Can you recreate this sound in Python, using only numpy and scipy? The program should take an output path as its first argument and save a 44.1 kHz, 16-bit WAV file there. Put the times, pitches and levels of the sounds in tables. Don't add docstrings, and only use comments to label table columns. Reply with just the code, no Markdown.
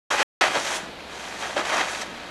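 import sys
import numpy as np
from scipy import signal
from scipy.fft import rfft, irfft, next_fast_len
from scipy.io import wavfile

SR = 44100
rng = np.random.default_rng(int(sys.argv[2]) if len(sys.argv) > 2 else 0)


def int16_out(signal):
    q = np.round(np.clip(np.atleast_2d(signal).T, -1, 1) * 32767)
    wavfile.write(sys.argv[1], SR, q.astype(np.int16))


N = 101429
TIME = np.arange(N) / SR

# frequency_hz, gain_db
WIND_SPECTRUM = [(25, -11), (45, -11), (100, -13), (200, -1), (350, -1.5), (650, -1.5), (1200, -9),
                 (2500, -10.5), (4200, -10), (6000, -27.5), (12000, -32.5)]
# pitch_hz, rms_db
MOTOR_PARTIALS = [(23, -66.5), (60, -66.5), (72, -60.5), (120, -65.5), (180, -67.5), (300, -55.5)]
# delay_s, gain_db
YARD_ECHOES = [(0.0214, -14), (.047, -16)]

# start_s, level_db
CLUMP_LANDINGS = [(0.475, -42.5), (0.555, -42), (0.745, -44), (0.82, -42), (0.868, -46), (1.575, -43),
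                  (2.075, -40.5), (2.11, -46.5)]
# frequency_hz, gain_db
CLUMP_SPECTRUM = [(60, -33), (130, -4.5), (190, -1), (280, -1.5), (500, -13.5), (1500, -14.5)]
# peak_s, level_db
POWDER_PUFFS = [(0.455, -58), (0.745, -42.5), (0.77, -45.5), (1.92, -48)]
# frequency_hz, gain_db
POWDER_SPECTRUM = [(5000, -19), (7500, 2), (10500, -2), (13000, -22)]
# time_s, relative_level_db
HISS_STROKES = [
    [(0.108, -32.5), (0.182, -36), (0.216, -30.5), (0.228, -34.5)],
    [(0.412, -30), (0.504, -39.5), (0.564, -33.5), (0.626, -35.5), (0.77, -33), (0.794, -46),
     (0.888, -54.5), (0.93, -61)],
    [(1.05, -57.5), (1.154, -46.5), (1.382, -44.5), (1.406, -40), (1.544, -44.5), (1.594, -38),
     (1.628, -48.5), (1.645, -43)],
    [(1.655, -38.5), (1.809, -35.5), (1.837, -39.5), (2.005, -40), (2.019, -32), (2.037, -49), (2.091, -53),
     (2.3, -54.5)],
]
# frequency_hz, gain_db
HISS_SPECTRUM = [(1500, -6.5), (3500, 2), (5000, -1.5), (6000, 3.5), (7300, -0.5), (8500, -5.5),
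                 (10000, -9.5), (11300, -11.5), (13000, -26.5)]

# pitch_hz, width_hz, lift_db
RAKE_RESONANCES = [(352.5, 38, 5.5), (539, 15, 5), (633, 32, 3), (774, 22, 2), (921, 71, 4), (1158, 30, 4),
                   (1274, 74, 3.5), (1502, 45, 4), (1650, 35, 6), (1884, 88, 1.5), (2033, 30, 2.5),
                   (2500, 110, 5), (3000, 17, 1), (3206, 93, 8), (3820, 100, 7), (4566, 86, 7)]
# start_s, level_db
CRUST_SNAPS = [(0.414, -18), (0.554, -25.5), (0.671, -26.5), (1.004, -37), (1.652, -29), (1.692, -25.5),
               (1.808, -30), (1.948, -27), (2.018, -35.5)]
# frequency_hz, gain_db
SNAP_SPECTRUM = [(400, -11.5), (1000, 0), (2500, -0.5), (6000, -13), (12000, -32.5)]
# start_s, level_db
ROOF_BUMPS = [(0.115, -25), (0.14, -30), (0.201, -30), (0.411, -24.5), (0.553, -21.5), (0.567, -26),
              (1.565, -20.5), (1.580, -32), (1.591, -22.5), (1.734, -28), (1.805, -27)]
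# frequency_hz, gain_db
BUMP_SPECTRUM = [(130, -29), (300, 0.5), (700, 4), (1600, -4), (3000, -12), (6000, -25.5), (12000, -45)]
# time_s, relative_level_db
SCRAPE_STROKES = [
    [(0.108, -23), (0.116, -22.5), (0.148, -21), (0.168, -28), (0.202, -17), (0.228, -21)],
    [(0.412, -16), (0.416, -15.5), (0.512, -28), (0.572, -22), (0.626, -33), (0.718, -26), (0.802, -36),
     (0.93, -46.5)],
    [(1.05, -44), (1.146, -38), (1.378, -37), (1.44, -29), (1.552, -37), (1.568, -23.5), (1.645, -34.5)],
    [(1.655, -25), (1.661, -28), (1.813, -20), (1.853, -30), (1.965, -33.5), (1.979, -34.5), (2.023, -28.5),
     (2.055, -39.5), (2.3, -41)],
]
# frequency_hz, gain_db
SCRAPE_SPECTRUM = [(130, -30.5), (250, -11.5), (450, -7), (700, 1), (1100, -3), (2000, -2.5), (2900, -9),
                   (4200, -16), (5500, -19), (12000, -48.5)]

# frequency_hz, gain_db
WIDTH_SPECTRUM = [(30, -5), (70, -14), (200, -17.5), (500, -15.5), (1000, -9.5), (2000, 9.5), (4000, 3.5),
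                  (8000, 4), (12000, 7)]
# start_s, end_s, fade_in_s
LIVE_SPANS = [(.1025, .2295, .006), (.4098, 2.4, .0006)]


def from_db(db):
    return 10 ** (np.asarray(db) / 20)


def unit_rms(x):
    return x / np.sqrt(np.mean(x ** 2) + 1e-20)


def delayed(x, delay_s):
    return np.pad(x, (int(delay_s * SR), 0))[:N]


def drift(rate_hz):
    pole = np.exp(-2 * np.pi * rate_hz / SR)
    motion = signal.lfilter([1], [1, -2 * pole, pole * pole], rng.standard_normal(N + SR))
    return unit_rms(motion[SR:])


def coloured(x, spectrum):
    size = 2 * next_fast_len(N)
    hz, db = np.transpose(spectrum)
    bins_hz = np.maximum(np.fft.rfftfreq(size, 1 / SR), 1)
    skirts = np.minimum(bins_hz / hz[0], 1) ** 2 * np.minimum(hz[-1] / bins_hz, 1) ** 2
    gain = skirts * from_db(np.interp(np.log(bins_hz), np.log(hz), db))
    cepstrum = irfft(np.log(gain))
    cepstrum[1:size // 2] *= 2
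    cepstrum[size // 2 + 1:] = 0
    response = np.exp(rfft(cepstrum))
    return unit_rms(irfft(rfft(x, size) * response)[:N])


def noise(spectrum):
    return coloured(rng.standard_normal(N), spectrum)


def grains(clicks_per_s, friction_share, spread_db=4.5):
    sizes = from_db(spread_db * np.minimum(rng.exponential(1, N), 4))
    signs = rng.choice([-1, 1], N)
    clicks = unit_rms(sizes * signs * (rng.random(N) < clicks_per_s / SR))
    return np.sqrt(1 - friction_share) * clicks + np.sqrt(friction_share) * rng.standard_normal(N)


def stroke_envelope(strokes, gain_db):
    time_s, level_db = np.vstack(strokes).T
    return from_db(np.interp(TIME, time_s, level_db) + gain_db)


def strike_envelope(strikes, attack_s, t60_s):
    envelope = np.zeros(N)
    for start_s, level_db in strikes:
        age_s = np.maximum(TIME - start_s, 0)
        rise = np.minimum(age_s / attack_s, 1)
        decay_db = 60 * np.maximum(age_s - attack_s, 0) / t60_s
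        envelope += rise * from_db(level_db - decay_db)
    return envelope


def wind():
    return from_db(-41) * noise(WIND_SPECTRUM)


def motor_hum(waver_db=1.5):
    hum = np.zeros(N)
    for pitch_hz, rms_db in MOTOR_PARTIALS:
        amplitude = np.sqrt(2) * from_db(rms_db + waver_db * drift(rate_hz=6.8))
        hum += amplitude * np.sin(2 * np.pi * (pitch_hz * TIME + rng.random()))
    return hum


def across_yard(direct):
    return direct + sum(from_db(db) * delayed(direct, delay_s) for delay_s, db in YARD_ECHOES)


def falling_clumps():
    return strike_envelope(CLUMP_LANDINGS, attack_s=0.0048, t60_s=0.28) * noise(CLUMP_SPECTRUM)


def powder_spray(width_s=0.023):
    swells = sum(from_db(db) * np.exp(-((TIME - peak_s) / width_s) ** 2) for peak_s, db in POWDER_PUFFS)
    return swells * noise(POWDER_SPECTRUM)


def sliding_snow(judder):
    crystals = grains(clicks_per_s=8300, friction_share=0.57) * judder
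    return stroke_envelope(HISS_STROKES, gain_db=1) * coloured(crystals, HISS_SPECTRUM)


def rake_ring(x):
    for pitch_hz, width_hz, lift_db in RAKE_RESONANCES:
        radius = np.exp(-np.pi * width_hz / SR)
        zeros = np.array([1, 0, -1]) * (1 - radius ** 2) / 2
        poles = [1, -2 * radius * np.cos(2 * np.pi * pitch_hz / SR), radius ** 2]
        x = x + (from_db(lift_db) - 1) * signal.lfilter(zeros, poles, x)
    return unit_rms(x)


def crust_snaps():
    return strike_envelope(CRUST_SNAPS, attack_s=0.001, t60_s=0.051) * rake_ring(noise(SNAP_SPECTRUM))


def blade_bumps():
    return strike_envelope(ROOF_BUMPS, attack_s=0.0028, t60_s=0.083) * rake_ring(noise(BUMP_SPECTRUM))


def blade_scrape(judder):
    cracks = grains(clicks_per_s=2500, friction_share=0.46) * judder
    crunch = rake_ring(coloured(cracks, SCRAPE_SPECTRUM))
    return stroke_envelope(SCRAPE_STROKES, gain_db=-0.5) * crunch


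def scene():
    judder = from_db(drift(rate_hz=100))
    raking = blade_scrape(judder) + sliding_snow(judder) + powder_spray()
    impacts = blade_bumps() + crust_snaps() + falling_clumps()
    mid = across_yard(raking + impacts) + motor_hum() + wind()
    width = from_db(-41.5) * mid.std() * coloured(delayed(mid, delay_s=0.005), WIDTH_SPECTRUM)
    return np.array([mid + width, mid - width])


def record(dry, cutoff_hz=13450):
    live = np.zeros(N)
    for start_s, end_s, fade_in_s in LIVE_SPANS:
        live += np.clip((TIME - start_s) / fade_in_s, 0, 1) * (TIME < end_s)
    lowpass = signal.cheby2(16, 60, cutoff_hz, fs=SR, output="sos")
    return signal.sosfilt(lowpass, dry * live)


dry = scene()
out = record(dry)
int16_out(out)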